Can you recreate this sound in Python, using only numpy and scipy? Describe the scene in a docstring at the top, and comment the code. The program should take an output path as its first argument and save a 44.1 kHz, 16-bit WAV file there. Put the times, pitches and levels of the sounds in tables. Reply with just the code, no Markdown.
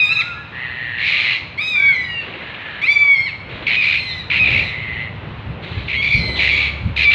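"""Macaws over a garden

Macaws fly over, trading clear falling screams, harsh squawks and low rattling growls.
Screams and squawks are stacks of harmonics that roughen or break into pulses, shaped by throat and beak.
Growls are short throat rings restarted by each pulse. Trees scatter the calls into an echo.
Far birds whistle and rasp, over rumble, rustling, hum and gusts of wind made from filtered noise and a sine."""
import sys
import numpy as np
from scipy import signal
from scipy.fft import rfft, irfft, next_fast_len
from scipy.io import wavfile
from scipy.ndimage import uniform_filter1d, minimum_filter1d

SR = 44100
rng = np.random.default_rng(int(sys.argv[2]) if len(sys.argv) > 2 else 0)


def persist_wave(psi):
    """Save psi, clipped to +-1, as 16-bit WAV."""
    counts = np.round(np.clip(psi, -1, 1) * 32767).astype(np.int16)
    wavfile.write(sys.argv[1], SR, np.atleast_2d(counts).T)


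N = 315178
TIME = np.arange(N) / SR  # s

# Background levels over time: t/s, distant rumble/dB, wind before gusts/dB, rustle before swells/dB
BREEZE_LEVELS = [(0, -40.5, -44.5, -45.5), (2.2, -39.5, -53, -42.5), (2.698, -47, -48, -41),
                 (3.2, -43.5, -42.5, -46.5), (4.9, -35.5, -34, -40), (7.15, -35.5, -39, -37.5)]
# Gusts on the microphone: peak t/s, length/s, level/dB
WIND_GUSTS = [(3.56, 0.18, -38), (4.415, .06, -27.5), (4.54, 0.072, -25), (5.49, 0.056, -25.5),
              (5.777, 0.12, -26), (6.173, 0.045, -17), (6.258, 0.07, -24.5), (6.863, 0.07, -22.5)]
# Swells of rustling: peak t/s, level/dB
RUSTLE_SWELLS = [(2.33, -37.5), (3.56, -36.5), (4.5, -33), (5.68, -36.5), (6.32, -31.5)]
# Level of the low hum over time: t/s, level/dB
HUM_LEVELS = [(0, -57.5), (3.3, -53.5), (4.3, -41.5), (5.6, -40), (6.1, -32.5), (7.15, -30)]
# Colour of the distant rumble: f/Hz, level/dB
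RUMBLE_COLOUR = [(25, -20.5), (38, -17), (52, -11), (72, -1), (100, 6), (145, 2), (200, -5.5), (280, -13.5),
                 (400, -30), (800, -74.5)]
# Colour of the wind: f/Hz, level/dB
WIND_COLOUR = [(25, -23.5), (45, -7.5), (72, 3), (140, 1.5), (200, -6), (300, -19), (800, -70)]
# Colour of the rustling: f/Hz, level/dB
RUSTLE_COLOUR = [(150, -0.5), (280, -1), (550, -1), (900, -9), (1500, -13), (3000, -14.5), (5000, -46),
                 (9000, -68.5)]
# Colour of the countryside hiss: f/Hz, level/dB
COUNTRY_COLOUR = [(300, -18.5), (900, 4), (1600, 1), (2700, 0.5), (3200, -6), (4000, -8), (5000, -28),
                  (7000, -43.5), (10000, -59.5), (15000, -56.5)]
# Colour of the echo from the trees: f/Hz, level/dB
TREE_COLOUR = [(300, 1.5), (4000, 9.0), (7000, 12.5), (14000, -11.0)]

# Faint arched whistles: start t/s, end t/s, top pitch f/Hz, droop at the ends/0-1, level/dB
FAR_WHISTLES = [(0.01, 0.287, 1675, .025, -42.5), (0.168, 0.382, 1425, 0.16, -34),
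                (0.281, .46, 1410, 0.06, -40), (0.329, .46, 1695, 0.05, -39),
                (1.08, 1.376, 1233, 0.14, -44.5), (1.75, 1.948, 1603, 0.12, -29.5),
                (6.48, 6.776, 1211, 0.05, -44.5)]
# Faint hoarse calls: start t/s, end t/s, level/dB, upper resonance/dB
HOARSE_CALLS = [(2.202, 2.856, -35, -12), (3.484, 3.704, -36.5, -7.5), (5.615, 5.914, -39.5, -3),
                (6.35, 6.427, -32, 5)]
# Growls: start t/s, end t/s, first pulse rate f/Hz, resonance before scoop and sag f/Hz,
# level/dB, swell/(dB per s)
GROWL_CALLS = [(.52, 1.08, 127.1, 1983, -27, 8), (2.419, 2.832, 119.4, 1834, -36.5, 20.5),
               (4.599, 5.096, 120.5, 2154, -28, 5)]
# Harsh squawks: start t/s, end t/s, attack/s, mid pitch f/Hz, rise/(Hz per s),
# mid level/dB, swell/(dB per s), upper resonance/dB
SQUAWK_CALLS = [(0.981, 1.385, .09, 1159, 100.5, -17.5, -4.5, -11.5),
                (3.665, 4.006, .004, 1207, 280, -16.5, 2, -14.5),
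                (4.299, 4.639, .002, 1216, 22, -16, 2.5, -16),
                (5.627, 5.86, 0.0013, 1193, 6.5, -40, -3, -10.5),
                (5.88, 6.203, .002, 1144, 25.5, -18, 32.5, -15),
                (6.388, 6.705, 0.0083, 1188, -79.5, -16.5, -12, -13),
                (6.961, 7.251, .002, 1232, -450, -13.5, 33.5, -10)]
# Moments when a squawk holds a tone, then rattles slowly: t/s, length/s, pitch f/Hz, roughness/0-1,
# level change/dB, upper resonance change/dB, rattle rate f/Hz, rattle roughness/0-1
TONE_LOCKS = [(3.765, 0.047, 1249, 0.32, 1, -6, 73.3, 0.84),
              (4.392, 0.049, 1259, 0.28, 3.5, -4.5, 71.64, 0.83),
              (5.971, .046, 1094, .1, 1.5, -7.5, 60.6, 0.6), (6.505, .05, 1126, .6, -0.5, 0, 70.66, .84),
              (7.051, .052, 1157, .2, 5, -18, 63.2, 0.89)]
# Softer gliding cries: start t/s, end t/s, first pitch f/Hz, last pitch before the drop f/Hz,
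# final drop/0-1, level/dB, upper resonance/dB, odd harmonics/dB, roughness/0-1
SOFT_CRIES = [(1.918, 2.07, 1046, 964, 0, -23, -12.5, -9, 0.09),
              (2.005, 2.238, 995, 906, .04, -27.5, -15, 6.5, .1),
              (2.814, 2.869, 1060, 1400, 0.01, -15, -14, 3, .22),
              (3.943, 4.231, 1052, 999, 0.1, -34, 2.5, -8.5, 0.23),
              (4.066, 4.148, 1025, 924, 0.08, -40, 11, -20.5, 0.3),
              (4.61, 4.723, 1036, 951, .11, -39.5, 7, -15.5, 0.44),
              (5.791, 5.887, 943, 1035, 0, -57, 9, -4.5, 0.2),
              (6.162, 6.45, 1038, 1005, 0.01, -30.5, 1.5, -12.5, 0.25)]
# Loud screams: (rows of t/s, second harmonic f/Hz, level before SCREAM_DB/dB, upper resonance/dB),
# roughness/0-1, break length/s, plunge/0-1, break roughness/0-1, odd harmonics/dB
LOUD_SCREAMS = [([(0.0, 2590, 2.5, -18), (0.008, 2494, -12, -10), (0.082, 2456, -13.5, -8.5),
                (0.098, 2603, -22.5, -6), (0.128, 2656, -12.5, -10.5), (0.146, 2710, -29, 2),
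                (0.17, 2460, -18, -5), (0.188, 2659, -15.5, -11), (0.2, 2637, -11.5, -10)],
                0.099, 0.026, .32, 1, 0), ([(1.575, 2097, -24, -8), (1.599, 2335, -16, -20.5),
                (1.615, 2510, -21, -6), (1.699, 2543, -27, 2.5), (1.761, 2370, -12, -19),
                (1.819, 2266, -14.5, -20), (1.895, 2250, -9.5, -22), (1.925, 2170, -15.5, -28)],
                0.13, 0.038, 0.077, 0.13, 0), ([(2.86, 1953, -25.5, 0), (2.888, 2258, -9, -25),
                (2.904, 2300, -7, -16.5), (2.934, 2350, -14, -10.5), (2.972, 2282, -8.5, -24.5),
                (2.992, 2327, -12, -20.5), (3.138, 2228, -10.5, -28), (3.17, 2124, -17, -14),
                (3.25, 2159, -20.5, -11.5)], 0.039, 0.06, 0.27, 0.41, -1)]
# Throat and beak in a far call: f/Hz, level/dB
FAR_CALL_THROAT = [(900, -13.5), (1500, -7.5), (1900, -3), (2400, -1), (3100, -4.5), (4000, -5.5),
                   (4600, -22), (5300, -38), (7000, -43), (12000, -67.5)]
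# Colour of a growl's rasp: f/Hz, level/dB
RASP_COLOUR = [(1000, -14.5), (1500, -9), (2000, -4.5), (2700, 2), (3500, -11), (4200, -12), (4900, -42.5),
               (7000, -46.5), (12000, -62.5)]
# Throat and beak in a squawk: f/Hz, level/dB
SQUAWKING_THROAT = [(700, -29), (1200, -35.5), (1550, -24), (2000, -8.5), (2400, -5.5), (3150, -11),
                    (3650, -6.5), (4050, -3), (4500, -18), (5500, -33.5), (6500, -37.5), (7600, -47),
                    (9000, -50), (10500, -55.5), (15000, -63)]
# Throat and beak in a scream or softer cry: f/Hz, level/dB
SCREAMING_THROAT = [(700, -44.5), (1150, -27.5), (1600, -9), (2000, 5.5), (2500, 2.5), (3050, -13),
                    (3600, -13.5), (4100, -14.5), (4650, -27.5), (5600, -41.5), (6300, -48.5),
                    (8500, -51.5), (11000, -61.5), (15000, -69)]

COUNTRY_DB, HUM_HZ = -40.5, 69.8
GUST_RISE = 0.6  # rise time as a share of the gust's length
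RUSTLE_RISE_S, RUSTLE_FALL_S = 0.14, 0.22
FADE_DB = -9.5  # where an attack starts from and a release ends
WHISTLE_FADE_S = 0.055
GROWL_ATTACK_S, GROWL_RELEASE_S = 0.051, 0.07
GROWL_SCOOP, GROWL_SCOOP_S = 0.14, 0.063  # the resonance starts lower by this share
GROWL_SLOWING_PER_S, GROWL_SAG_PER_S = 0.13, 0.15  # pulses slow, resonance sinks as the air runs down
RASP_RATE_HZ, RASP_ROUGH = 125, 1  # pulse rate after spin-up, and roughness, both before any lock
SPIN_UP, SPIN_UP_S = 0.22, 0.05  # the pulses start slower by this share
SQUAWK_RELEASE_S, LOCK_SLEW_S = 0.05, 0.016
CRY_ATTACK_S, CRY_RELEASE_S = 0.029, 0.03
CRY_DROP_S = 0.03  # the pitch drops as the air runs out
SCREAM_DB, SCREAM_ATTACK_S = -0.5, 0.013
BREAK_DB = -9  # the voice fades by this much as it breaks
CEILING_DB, LIMITER_S, TOP_HZ = -3, 0.0086, 15500


def undb(db):
    """Turn decibels into gain."""
    return 10 ** (np.asarray(db) / 20)


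def unit(x):
    """Scale to an average (rms) level of 1."""
    return x / np.sqrt(np.mean(x ** 2))


def steady(x, span_s=0.074):
    """Hold the running rms level at 1, keeping the fast pulsing."""
    power = uniform_filter1d(x ** 2, int(span_s * SR))
    return x / np.sqrt(power + 1e-12)


def span(start, end):
    """Give the sample times of a call."""
    return np.arange(int(start * SR), int(end * SR)) / SR


def contour(t, attack_s, release_s):
    """Shape attack, hold and release, in dB."""
    attack = np.maximum(1 - (t - t[0]) / attack_s, 0)
    release = np.maximum(1 - (t[-1] - t) / release_s, 0)
    return FADE_DB * (attack + release)


def surge(at, rise_s, fall_s):
    """Make a rounded swell that peaks at 1."""
    width_s = np.where(TIME < at, rise_s, fall_s)
    return np.exp(-((TIME - at) / width_s) ** 2)


def add(out, t, x, fade_s=0.0024):
    """Mix a call in at its time, with softened ends."""
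    nearest_end_s = np.minimum(t - t[0], t[-1] - t)
    x = x * np.clip(nearest_end_s / fade_s, 0, 1)
    start = int(t[0] * SR)
    out[start:start + len(x)] += x[:max(N - start, 0)]


def noise(t):
    """Draw white noise for the given times."""
    return rng.standard_normal(N)[np.rint(t * SR).astype(int) % N]


def walk(t, rate):
    """Wander between random levels, rate a second, joined by lines; spread near 1."""
    values = rng.standard_normal(N // 4)
    return np.interp(t * rate, np.arange(len(values)), values) * np.sqrt(3 / 2)


def colour(x, points):
    """Filter by a spectrum of (f/Hz, level/dB) points, falling away below the first."""
    hz, db = np.transpose(points)
    size = next_fast_len(len(x) + SR // 20)
    f = np.maximum(np.arange(size // 2 + 1) * SR / size, 1)
    gain = undb(np.interp(np.log(f), np.log(hz), db))
    gain = gain * np.minimum(f / hz[0], 1) ** 2
    return irfft(rfft(x, size) * gain, size)[:len(x)]


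def open_air(buffet_db=1, flicker_db=1):
    """Mix distant rumble, gusting wind, soft rustling, countryside hiss and a wavering hum."""
    s, *columns = np.transpose(BREEZE_LEVELS)
    rumble_db, wind_db, rustle_db = (np.interp(TIME, s, c) for c in columns)
    gusts = sum(undb(db) * surge(at, GUST_RISE * length, length) for at, length, db in WIND_GUSTS)
    swells = sum(undb(db) * surge(at, RUSTLE_RISE_S, RUSTLE_FALL_S) for at, db in RUSTLE_SWELLS)

    rumble = unit(colour(noise(TIME), RUMBLE_COLOUR)) * undb(rumble_db)
    # hypot adds the power of the swells to that of the steady part
    wind = unit(colour(noise(TIME), WIND_COLOUR)) * np.hypot(undb(wind_db), gusts)
    wind = wind * undb(buffet_db * walk(TIME, 23))
    rustle = unit(colour(noise(TIME), RUSTLE_COLOUR)) * np.hypot(undb(rustle_db), swells)
    rustle = rustle * undb(flicker_db * walk(TIME, 40))
    country = unit(colour(noise(TIME), COUNTRY_COLOUR))
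    country = country * undb(COUNTRY_DB + flicker_db * walk(TIME, 5))
    hum_hz = HUM_HZ * (1 + 0.008 * walk(TIME, 5.4))
    hum = unit(np.sin(2 * np.pi * np.cumsum(hum_hz) / SR))
    hum = hum * undb(np.interp(TIME, *np.transpose(HUM_LEVELS)))
    return rumble + wind + rustle + country + hum


def trees(x, near_db=-14, near_t60=0.28, far_db=-19, far_t60=0.86):
    """Scatter calls off the lawn and nearby palms, with a longer tail from the tree line."""
    t = TIME[:SR]
    # each t60 is the time in s for the echo to fall by 60 dB
    near = unit(noise(t) * (t > 0.003) * undb(-60 * t / near_t60)) * undb(near_db)
    far = unit(noise(t) * (t > 0.04) * undb(-60 * t / far_t60)) * undb(far_db)
    response = colour((near + far) / np.sqrt(len(t)), TREE_COLOUR)
    return signal.fftconvolve(x, response)[:N]


def whistle(row, tremble=0.0018, waver_db=1.5):
    """Sing a nearly pure note: one sine whose pitch arches up and down."""
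    start, end, top_hz, droop, db = row
    t = span(start, end)
    hz = top_hz * (1 - droop * np.linspace(-1, 1, len(t)) ** 2)
    db = db + contour(t, WHISTLE_FADE_S, WHISTLE_FADE_S)
    phase = 2 * np.pi * np.cumsum(hz * (1 + tremble * walk(t, 200))) / SR
    return t, unit(np.sin(phase)) * undb(db + waver_db * walk(t, 40))


def beak(x, upper_db):
    """Set the upper resonances against the main one, as the opening of the beak does."""
    low_pass = signal.butter(8, 3100, fs=SR, output="sos")
    low = signal.sosfiltfilt(low_pass, x)
    return steady(low) + undb(upper_db) * steady(x - low)


def far_call(start, end, db, upper_db, flutter_db=2):
    """Make a squawk from far off, smeared to a hoarse rush of noise."""
    t = span(start, end)
    rush = noise(t) * undb(flutter_db * walk(t, 150))
    return t, beak(colour(rush, FAR_CALL_THROAT), upper_db) * undb(db)


def pulse_phase(t, rate_hz, scatter):
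    """Give the position 0-1 within each of a run of uneven pulses."""
    return np.cumsum(rate_hz * np.exp(scatter * walk(t, 150))) / SR % 1


def growl(row, jitter=0.012, rasp_db=-6, pulse_db=10):
    """Pulse slowly and evenly, each pulse restarting a short throat ring with a puff of rasp."""
    start, end, rate_hz, hz, db, swell_db_per_s = row
    t = span(start, end)
    age_s = t - start
    scoop = GROWL_SCOOP * np.exp((start - t) / GROWL_SCOOP_S)
    hz = hz * (1 - scoop - GROWL_SAG_PER_S * age_s)
    db = db + swell_db_per_s * (t - t.mean()) + contour(t, GROWL_ATTACK_S, GROWL_RELEASE_S)
    rate_hz = rate_hz * (1 - GROWL_SLOWING_PER_S * age_s)
    phase = pulse_phase(t, rate_hz, 0.012)
    ring_hz = hz * (1 + jitter * walk(t, 300))
    # phase / rate_hz is the time since the pulse began
    ring = np.sin(2 * np.pi * ring_hz * phase / rate_hz) * np.sin(np.pi * phase)
    swell = undb(pulse_db * np.sin(np.pi * phase) ** 2)
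    rasp = unit(colour(noise(t) * swell, RASP_COLOUR))
    voice = unit(ring * swell) + undb(rasp_db) * rasp
    return t, unit(voice) * undb(db)


def syrinx(hz, odd_db=0, fading_db=3, count=12):
    """Stack harmonics on a moving pitch; the odd ones weaken as alternate cycles grow alike."""
    phase = 2 * np.pi * np.cumsum(hz) / SR
    t = np.arange(len(hz)) / SR
    tone = np.zeros(len(hz))
    for k in range(1, count + 1):
        # in flight the ground reflection keeps shifting, so each harmonic swells and fades on its own
        gain = undb(odd_db * (k % 2) + fading_db * walk(t, 23.36))
        tone += np.cos(k * phase) * gain * (k * hz < SR / 2)
    return tone


def squawk_course(row):
    """Plan a fast rasp; after any held tone it rattles at about half the pulse rate."""
    start, end, attack_s, hz, rise, db, swell, upper_db = row
    t = span(start, end)
    from_middle = t - (start + end) / 2
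    hz = hz + rise * from_middle
    db = db + swell * from_middle + contour(t, attack_s, SQUAWK_RELEASE_S)
    rough = RASP_ROUGH
    rate_hz = RASP_RATE_HZ * (1 - SPIN_UP * np.exp((start - t) / SPIN_UP_S))
    for at, length, lock_hz, lock_rough, lock_db, lock_upper_db, rattle_hz, rattle_rough in TONE_LOCKS:
        if start < at < end:
            # entered and left each slide from 0 to 1
            entered = np.clip((t - at) / LOCK_SLEW_S + 0.5, 0, 1)
            left = np.clip((t - (at + length)) / LOCK_SLEW_S + 0.5, 0, 1)
            locked = entered - left
            hz = hz + (lock_hz - hz) * locked
            db = db + lock_db * locked
            upper_db = upper_db + lock_upper_db * locked
            rough = rough * (1 - entered) + lock_rough * locked + rattle_rough * left
            rate_hz = rate_hz * (1 - left) + rattle_hz * left
    return t, hz, db, upper_db, rough, rate_hz


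def squawk(course, fall=0.5, jitter=0.0441, lurch=0.06, pulse_db=11, scatter=0.3, odd_db=-3,
           opening=0.746, opening_s=0.006):
    """Overdrive the syrinx: it slaps in pulses that fall in pitch, and may lock on a tone."""
    t, hz, db, upper_db, rough, rate_hz = course
    rough = np.clip(rough, 0, 1)
    # the first slap is a clean dive from far above, before the membranes turn chaotic
    age = (t - t[0]) / opening_s
    rough = rough * (1 - np.exp(-(age / 2) ** 4))
    dive = opening * (1 - age) * np.exp(-age)
    phase = pulse_phase(t, rate_hz, scatter * rough ** 2)
    # each pulse bursts open high and sinks quickly; the starting pitch varies
    sweep = fall * ((1 - phase) ** 2 - 1 / 4) + lurch * walk(t, 230)
    bend = dive + rough ** 3 * sweep + rough * jitter * walk(t, 1500)
    rasp = 2.1 * rough ** 2 * noise(t)
    swell = undb(pulse_db * np.minimum(2 * rough, 1) * (np.sin(np.pi * phase) - 1))
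    tone = syrinx(hz * np.exp(bend), odd_db)
    voice = colour((tone + rasp) * swell, SQUAWKING_THROAT)
    return t, beak(voice, upper_db) * undb(db)


def soft_course(row):
    """Plan a softer cry that glides evenly and drops in pitch by its own share as it ends."""
    start, end, first_hz, last_hz, drop, db, upper_db, odd_db, rough = row
    t = span(start, end)
    glide_hz = np.linspace(first_hz, last_hz, len(t))
    hz = glide_hz * (1 - drop * np.exp((t - end) / CRY_DROP_S))
    return t, hz, db + contour(t, CRY_ATTACK_S, CRY_RELEASE_S), upper_db, rough, odd_db


def loud_course(call):
    """Plan a loud scream that runs its course, then plunges, changes roughness and fades."""
    table, rough, break_s, plunge, break_rough, odd_db = call
    s, *columns = np.transpose(table)
    t = span(max(s[0], 0), s[-1] + break_s)
    second_hz, db, upper_db = (np.interp(t, s, c) for c in columns)
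    broken = np.maximum(t - s[-1], 0) / break_s  # 0 until the break, 1 at its end
    hz = second_hz / 2 * (1 - plunge * broken ** 1.4)
    db = db + SCREAM_DB + BREAK_DB * broken + contour(t, SCREAM_ATTACK_S, SCREAM_ATTACK_S)
    rough = rough + (break_rough - rough) * broken ** 2
    return t, hz, db, upper_db, rough, odd_db


def scream(course, jitter=0.045, hiss=2.3):
    """Cry in clear harmonics; roughness makes the pitch tremble and adds hiss."""
    t, hz, db, upper_db, rough, odd_db = course
    tremble = rough * jitter * (walk(t, 1100) + walk(t, 220))
    tone = syrinx(hz * np.exp(tremble), odd_db)
    voice = colour(tone + hiss * rough * noise(t), SCREAMING_THROAT)
    return t, beak(voice, upper_db) * undb(db)


def scene():
    """Mix all the birds, their echo and the open air."""
    birds = np.zeros(N)
    for row in FAR_WHISTLES:
        add(birds, *whistle(row))
    for row in HOARSE_CALLS:
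        add(birds, *far_call(*row), fade_s=0.014)
    for row in GROWL_CALLS:
        add(birds, *growl(row))
    for row in SQUAWK_CALLS:
        add(birds, *squawk(squawk_course(row)))
    for row in SOFT_CRIES:
        add(birds, *scream(soft_course(row)))
    for call in LOUD_SCREAMS:
        add(birds, *scream(loud_course(call)))
    return (birds + trees(birds) + open_air())[None]


def record(dry):
    """Hold down the loudest peaks with a limiter, then cut the top of the treble."""
    window = max(int(LIMITER_S * SR), 3)
    gain = np.minimum(undb(CEILING_DB) / (np.abs(dry) + 1e-9), 1)
    # spread each dip to both sides, then smooth it twice
    gain = minimum_filter1d(gain, 2 * window)
    gain = uniform_filter1d(uniform_filter1d(gain, window), window)
    top_cut = signal.ellip(8, 0.2, 70, TOP_HZ, fs=SR, output="sos")
    return signal.sosfilt(top_cut, dry * gain)


dry = scene()
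out = record(dry)
persist_wave(out)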